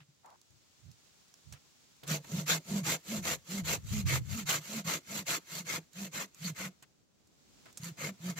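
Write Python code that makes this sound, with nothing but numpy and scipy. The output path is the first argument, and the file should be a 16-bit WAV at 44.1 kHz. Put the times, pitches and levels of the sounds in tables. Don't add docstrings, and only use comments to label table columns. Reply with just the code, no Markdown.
import sys
import numpy as np
from scipy import signal
from scipy.fft import rfft, irfft, next_fast_len
from scipy.io import wavfile
from scipy.ndimage import uniform_filter1d

SR = 44100
rng = np.random.default_rng(int(sys.argv[2]) if len(sys.argv) > 2 else 0)


def unload_audio(sound):
    columns = np.transpose(np.atleast_2d(sound))
    steps = np.round(np.clip(columns, -1, 1) * 32767)
    wavfile.write(sys.argv[1], SR, steps.astype(np.int16))


def ratio_of_db(decibels):
    return 10 ** (np.asarray(decibels, float) / 20)


N = 369999

# bite_s, ease_s, rasp_at_bite_db, rasp_at_ease_db, branch_above_blade_db
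CUT_STROKES = [(2.105, 2.154, -38.5, -41, -2.5), (2.499, 2.551, -32.5, -37.5, -7),
               (2.874, 2.934, -35.5, -34.5, -7), (3.264, 3.33, -38.5, -38, -5),
               (3.678, 3.738, -39, -35, -5.5), (4.095, 4.163, -38, -39, -6), (4.5, 4.562, -33.5, -39, -8.5),
               (4.884, 4.952, -37.5, -39, -6), (5.298, 5.351, -35, -36.5, -8),
               (5.69, 5.755, -44, -39, -5.5), (6.157, 6.225, -43.5, -43.5, -5.5),
               (6.591, 6.657, -46.5, -46.5, -4), (8.008, 8.075, -48, -44.5, -3),
               (8.4, 8.414, -40, -42.5, -8)]
# bite_s, ease_s, rasp_at_bite_db, rasp_at_ease_db, branch_above_blade_db
RETURN_STROKES = [(2.303, 2.408, -52, -45, 2), (2.715, 2.785, -46.5, -45.5, 3),
                  (3.111, 3.177, -44.5, -43.5, -2), (3.527, 3.585, -45, -44, -6.5),
                  (3.915, 3.999, -47.5, -44, -16.5), (4.328, 4.401, -45.5, -43.5, -14),
                  (4.654, 4.784, -52, -42, -5.5), (5.121, 5.19, -47.5, -40.5, -4.5),
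                  (5.531, 5.59, -46.5, -42.5, -9.5), (5.999, 6.052, -49, -46, -6.5),
                  (6.406, 6.481, -57, -42, -11.5), (7.858, 7.89, -48.4, -53.5, -11.5),
                  (8.26, 8.302, -51, -46.5, -3.5)]


def saw():
    # hz, level_db_per_hz
    blade_colour = [(1530, -47), (2600, -2.5), (3720, -1), (4100, 0.5), (5190, -3), (6190, 1), (6990, 5),
                    (8910, -10.5), (13300, -4), (15200, -9.5), (16000, -28)]
    # hz, level_db_per_hz
    kerf_colour = [(470, -33), (800, -12.5), (1320, 2), (1620, 0), (2130, -2.5), (3300, -15.5), (4290, -48),
                   (7260, -120)]
    # hz, level_db_per_hz
    wood_colour = [(180, -29.5), (270, 7), (340, 3.5), (400, -4), (480, 0), (750, -11), (950, -4),
                   (1250, -26.5), (2000, -84.5)]
    # centre_hz, width_hz, level_db
    ring_modes = [(429, 94, -8), (565, 74, -2.5), (669.6, 47, 3), (1308, 22, -14.5), (2147, 61, 4.5),
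                  (2420, 130, -5), (3140, 39, -6.5), (4450, 320, -4.5), (4260, 80, 6.5), (6100, 220, 4.5),
                  (6800, 150, -16)]
    # centre_hz, width_hz, level_db
    bending_modes = [(99, 5.9, -12), (161.8, 31.5, 2), (209, 109, -1.5)]

    cut_power = swelled(CUT_STROKES, rise=0.046, fall=0.042, bend=0.75)
    return_power = swelled(RETURN_STROKES, rise=0.1, fall=0.054, bend=0.49)
    bite = np.sqrt(cut_power + return_power)
    kerf_db, wood_db = stroke_colours()
    tear = torn_fibres()

    def through(colour, ring_share):
        return evened(shaped(tear, lambda hz: ratio_of_db(read(colour, hz)) * (1 + ring_share * rings(ring_modes, hz))))

    blade = through(blade_colour, 0.22)
    kerf = through(kerf_colour, 1.0)
    wood = through(wood_colour, 3.2)

    rasping = bite + ratio_of_db(-22.5) * lingering(bite, 0.028)
    rasp = rasping * (ratio_of_db(1.88) * blade + ratio_of_db(kerf_db - 0.16) * kerf)
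    rasp = rasp + ratio_of_db(wood_db - 1.0) * lingering(bite, 0.0076) * wood
    shake = bite * ratio_of_db(1.65 * wood_db) * tear[0]
    thud = ratio_of_db(20.5) * shaped(shake, lambda hz: rings(bending_modes, hz) ** 2)
    branch = drumming() + thud
    return ports(rasp[0] + branch, rasp[1] + branch)


def torn_fibres():
    snaps_per_s = 2500
    snaps = ratio_of_db(2.4 * np.minimum(rng.exponential(1, N), 5)) * (rng.random(N) < snaps_per_s / SR)
    grit = signal.lfilter([1], [1, -0.9], snaps)
    roughness = evened((2.7 + grit) * ratio_of_db(1.1 * wobble(0.01)[0]))
    return patchy(roughness * rng.standard_normal((2, N)), patch_db=2.56)


def patchy(x, patch_db):
    z = signal.stft(x, nperseg=512, noverlap=384)[2]
    field = rng.standard_normal(z.shape[1:])
    field = uniform_filter1d(field, size=2, axis=0)
    field = evened(uniform_filter1d(field, size=12, axis=1))
    return signal.istft(z * ratio_of_db(patch_db * field), nperseg=512, noverlap=384)[1][:, :N]


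def swelled(strokes, rise, fall, bend):
    t, power = np.arange(N) / SR, np.zeros(N)
    for bite, ease, bite_db, ease_db, _ in strokes:
        part = slice(round((bite - rise) * SR), round((ease + fall) * SR))
        corners_s = [bite - rise, bite, ease, ease + fall]
        heights = [0, ratio_of_db(bend * bite_db), ratio_of_db(bend * ease_db), 0]
        power[part] += np.interp(t[part], corners_s, heights) ** (2 / bend)
    return power


def stroke_colours():
    rows = []
    for strokes, kerf_db, deepens_db_per_s in (CUT_STROKES, -5.5, 1.01), (RETURN_STROKES, -9.5, 0.59):
        for bite, ease, _, _, wood_db in strokes:
            rows.append(((bite + ease) / 2, kerf_db + deepens_db_per_s * bite, wood_db))
    return follow(sorted(rows))


def drumming():
    # start_s, stop_s, mid_stroke_teeth_hz, level_db
    tooth_runs = [(2.071, 2.205, 154.8, -39), (2.308, 2.451, 189.4, -37.5), (2.452, 2.589, 157.7, -40.5),
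                  (2.69, 2.835, 203.3, -33.5), (2.821, 2.928, 151, -45), (3.085, 3.225, 221.4, -40.5),
                  (3.211, 3.306, 165.5, -56), (3.5, 3.644, 202, -35), (3.621, 3.77, 161.5, -44.5),
                  (3.91, 4.051, 210.3, -37.5), (4.117, 4.207, 131.3, -38), (4.315, 4.445, 219.3, -40.5),
                  (4.431, 4.617, 154.6, -44.5), (4.686, 4.835, 225.8, -43.5), (4.825, 4.978, 167.6, -47.5),
                  (5.09, 5.24, 213.8, -47.5), (5.26, 5.421, 176, -62), (5.52, 5.67, 180, -49),
                  (5.66, 5.83, 166.2, -52), (5.951, 6.105, 197.7, -44), (6.134, 6.272, 192.3, -54),
                  (6.41, 6.53, 177.7, -41.5), (6.598, 6.706, 191, -48), (7.823, 7.922, 174.8, -44),
                  (7.993, 8.149, 193.6, -50), (8.214, 8.334, 185.4, -39), (8.354, 8.403, 164, -50.5)]
    arm_speed = [(.94, .96), (.74, .62)]
    # multiple, level_db
    overtones = [(2, -25.5), (3, -37), (4, -40)]

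    out = np.zeros(N + SR)
    drift, beat, overtone_beat = wobble(0.011, channels=3)
    for k, (start, stop, mid_hz, db) in enumerate(tooth_runs):
        arch_hz = mid_hz * np.insert(arm_speed[k % 2], 1, 1)
        at = round((start - 0.015) * SR)
        u = np.linspace(0, 1, round((stop - start + 0.035) * SR))[:N - at]
        part = slice(at, at + len(u))
        tooth_hz = np.polyval(np.polyfit([0, 0.5, 1], arch_hz, 2), u)
        turns = np.cumsum(tooth_hz * (1 + 0.035 * drift[part])) / SR
        beat_db = 1.2 + 0.36 * start
        tone = np.sin(2 * np.pi * turns) * ratio_of_db(beat_db * beat[part])
        for multiple, share_db in overtones:
            tone += ratio_of_db(share_db + 4.5 * overtone_beat[part]) * np.sin(2 * np.pi * multiple * turns)
        out[part] += np.sqrt(2) * ratio_of_db(db + 0.5) * np.sin(np.pi * u) ** 1.01 * tone
    return out[:N]


def ports(near, other):
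    # hz, likeness
    likeness = [(200, 1), (700, 0.83), (1500, 0.48), (3000, 0.18), (6000, 0.29), (15000, 0.22)]
    # hz, lead_radians
    left_lead = [(100, 0), (950, .3), (1550, 2.4), (2150, -.2), (3100, -1.5), (4310, .2), (5430, -1.1),
                 (7060, 4), (15200, 20)]
    # hz, left_minus_right_db
    side_tilt = [(60, -6.5), (110, -2), (200, -1), (380, -1), (700, 4.5), (1290, 4), (2380, 5), (4400, -3),
                 (8120, -5), (15000, 2)]

    def same(hz):
        return np.clip(read(likeness, hz), 0, 1)

    right = shaped(near, lambda hz: same(hz) * np.exp(-1j * read(left_lead, hz)))
    right = right + shaped(other, lambda hz: np.sqrt(1 - same(hz) ** 2))
    return shaped(np.array([near, right]), lambda hz: ratio_of_db(np.outer([0.5, -0.5], read(side_tilt, hz))))


def knocks():
    # start_s, level_db
    bumps = [
        (0.012, -53.5),
        (0.086, -55),
        (1.529, -46.5),
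        (2.034, -49),
        (6.824, -62),
        (7.798, -42),
    ]
    bend_hz, t60_s, rise_s = 141.5, 0.12, 0.0065
    out, t = np.zeros(N), np.arange(round(0.2 * SR)) / SR
    bump = np.sin(2 * np.pi * bend_hz * t) * ratio_of_db(-60 * t / t60_s) * np.minimum(t / rise_s, 1)
    for s, db in bumps:
        out[round(s * SR):][:len(t)] += np.sqrt(2) * ratio_of_db(db) * bump
    return out


def gravel():
    # start_s, length_s, level_db, centre_hz, width_hz
    scuffs = [
        (0.0, 0.034, -64, 1840, 3020),
        (.232, 0.13, -59, 840, 560),
        (2.028, 0.035, -54.5, 500, 1200),
        (1.518, 0.062, -61, 1620, 3020),
        (2.242, 0.017, -54.5, 970, 3000),
        (6.822, 0.029, -60, 1720, 3000),
        (7.652, 0.056, -59.5, 1200, 3060),
    ]
    # start_s, length_s, level_db, centre_hz, width_hz
    binds = [
        (2.49, 0.061, -32.5, 3760, 900),
        (4.08, 0.064, -36, 2150, 500),
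        (6.44, 0.042, -42, 4360, 400),
    ]

    out = np.zeros((2, N))
    crunch = rng.standard_normal((2, N)) * ratio_of_db(1.85 * wobble(0.0024))
    for rows, peak, in_db, out_db in (scuffs, 0.12, -22, -8), (binds, 0.48, -13, -16):
        for start, length, db, hz, width in rows:
            part = slice(round(start * SR), round((start + length) * SR))
            u = np.linspace(0, 1, part.stop - part.start)
            ring = resonate(crunch[:, part], hz + 0 * u, width)
            ring = evened(resonate(ring, hz + 0 * u, width))
            swell_db = np.interp(u, [0, peak, 1], [in_db, 0, out_db])
            out[:, part] += ratio_of_db(db + 3.5 + swell_db) * ring
    return out


def ticks():
    # start_s, peak_db, centre_hz, t60_s
    cracks = [(0.259, -50.5, 6850, 0.029), (0.3022, -50, 4070, 0.024), (0.415, -43, 6350, 0.01),
              (0.505, -56, 6220, 0.025), (0.914, -48, 5540, 0.028), (1.2815, -51, 6400, 0.02),
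              (1.34, -38.5, 5740, 0.012), (1.5242, -39, 6360, 0.063), (1.5345, -44, 2580, 0.046),
              (1.9654, -51, 6550, 0.022), (2.034, -40.5, 3530, 0.072), (2.0775, -28.5, 7640, 0.03),
              (2.2453, -44, 6640, 0.015), (2.847, -41, 4980, .02), (4.502, -19, 3140, 0.068),
              (5.9315, -42.5, 6440, 0.025), (6.346, -41.5, 7060, 0.021), (6.825, -42, 6950, 0.041),
              (7.271, -57, 6760, 0.041), (7.657, -47, 2000, 0.027), (7.727, -44.5, 6600, 0.022),
              (7.7724, -31, 6800, 0.057), (7.8336, -31.5, 4345, 0.014), (7.8434, -30, 6800, 0.021),
              (8.299, -33.5, 6300, 0.057)]
    out, t = np.zeros((2, N + 4000)), np.arange(4000) / SR
    noise = rng.standard_normal((len(cracks), 3, 4000))
    for (s, db, hz, t60), (shared, left, right) in zip(cracks, noise):
        crack = np.array([shared + 0.24 * left, shared + 0.25 * right])
        ring = resonate(crack, hz + 0 * t, 1700)
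        crack = 0.093 * np.diff(crack, prepend=0) + 0.054 * crack + 3.23 * ring
        fade = ratio_of_db(db - 10.5 - 60 * t / max(t60, 0.003)) * np.minimum(t / 0.00044, 1)
        at = round(s * SR)
        out[:, at:at + 4000] += crack * fade * ratio_of_db([[-3], [3]])
    return out[:, :N]


def wind():
    # hz, level_db_per_hz
    gust_colour = [(15, -48), (25, -39.5), (75, 7), (120, 5), (160, -0.5), (239, -17.5), (389, -30),
                   (500, -36.5), (650, -44), (1100, -120)]
    # start_s, hold_s, level_db, left_minus_right_db
    puffs = [
        (0.518, 0.026, -75, 13),
        (0.859, 0.031, -59.5, -22),
        (1.488, 0.042, -62, -19),
        (3.17, 0.2, -58, 4),
        (3.57, 0.32, -52, 5.5),
        (3.916, 0.068, -41.5, 7.5),
        (4.046, .17, -38.5, -6),
        (4.25, 0.19, -57.5, 19),
        (7.21, .01, -90, 3),
        (7.673, .01, -75, 4),
    ]
    calm_db = -85.5
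    level = ratio_of_db(calm_db)
    for start, hold, db, pan_db in puffs:
        puff_db = db + peaked(start, hold, rise=500, fall=382.5)
        level = level + ratio_of_db(puff_db) * ratio_of_db([[pan_db / 2], [-pan_db / 2]])
    rumble = evened(shaped(rng.standard_normal((2, N)), lambda hz: ratio_of_db(read(gust_colour, hz))))
    lumps = ratio_of_db(3.5 * wobble(0.03, channels=2))
    return ratio_of_db(5.0) * level * rumble * lumps


def air():
    # time_s, level_db
    breeze = [(0.0, -75), (0.36, -73), (1.02, -68), (2.03, -68.5), (6.74, -73.5), (7.086, -80), (7.66, -66),
              (7.77, -68.5)]
    # hz, level_db_per_hz
    hiss_colour = [(290, -30), (500, -6.5), (1340, -5.5), (1740, -7), (4090, -3), (7310, -2.5),
                   (9090, -13.5), (14700, -17), (16000, -7.5)]
    # centre_hz, width_hz, level_db
    murmur_modes = [(176.4, 220, 8), (306, 190, -13)]

    hiss_db, = follow(breeze)
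    murmur_db = -83.5 + 0.5 * (hiss_db - hiss_db[0]) + 0.94 * np.arange(N) / SR
    hiss = evened(shaped(rng.standard_normal((2, N)), lambda hz: ratio_of_db(read(hiss_colour, hz))))
    murmur = evened(shaped(rng.standard_normal((2, N)), lambda hz: rings(murmur_modes, hz)))
    flicker = ratio_of_db(0.68 * wobble(0.02, channels=2))
    return flicker * (ratio_of_db(hiss_db + 3.5) * hiss + ratio_of_db(murmur_db + 6.5) * murmur)


def evened(x):
    return x / np.sqrt(np.mean(x ** 2) + 1e-20)


def read(points, hz):
    f, value = np.transpose(points)
    return np.interp(np.log(hz + 1), np.log(f + 1), value)


def follow(rows):
    s, *columns = np.transpose(rows)
    return [np.interp(np.arange(N) / SR, s, c) for c in columns]


def shaped(x, gain):
    size = next_fast_len(N)
    return irfft(rfft(x, size) * gain(np.fft.rfftfreq(size, 1 / SR)), size)[..., :N]


def rings(modes, hz):
    return sum(ratio_of_db(db) / (1 + 2j * (hz - f) / width) for f, width, db in modes)


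def resonate(x, hz, width):
    turn = np.exp(2j * np.pi * np.cumsum(hz) / SR)
    r = np.exp(-np.pi * width / SR)
    return 2 * (turn * signal.lfilter([1 - r], [1, -r], x / turn)).real


def wobble(seconds, channels=1):
    size = max(round(seconds * SR), 1)
    smooth = uniform_filter1d(rng.standard_normal((channels, N)), size)
    return evened(uniform_filter1d(smooth, size))


def lingering(level, seconds):
    r = np.exp(-1 / (seconds * SR))
    return np.sqrt(signal.lfilter([1 - r], [1, -r], level ** 2))


def peaked(start, hold, rise, fall):
    t = np.arange(N) / SR
    return np.minimum(np.minimum(rise * (t - start), fall * (start + hold - t)), 0)


def scene():
    return saw() + knocks() + gravel() + ticks() + wind() + air()


def low_pass(x):
    return signal.sosfilt(signal.butter(12, 16450, fs=SR, output="sos"), x)


def record(dry):
    def microphone(hz):
        bass_cut = hz ** 2 / (hz ** 2 + 42.0 ** 2)
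        return bass_cut / (1 + (hz / 15900) ** 80)

    return low_pass(shaped(dry, microphone))


dry = scene()
out = record(dry)
unload_audio(out)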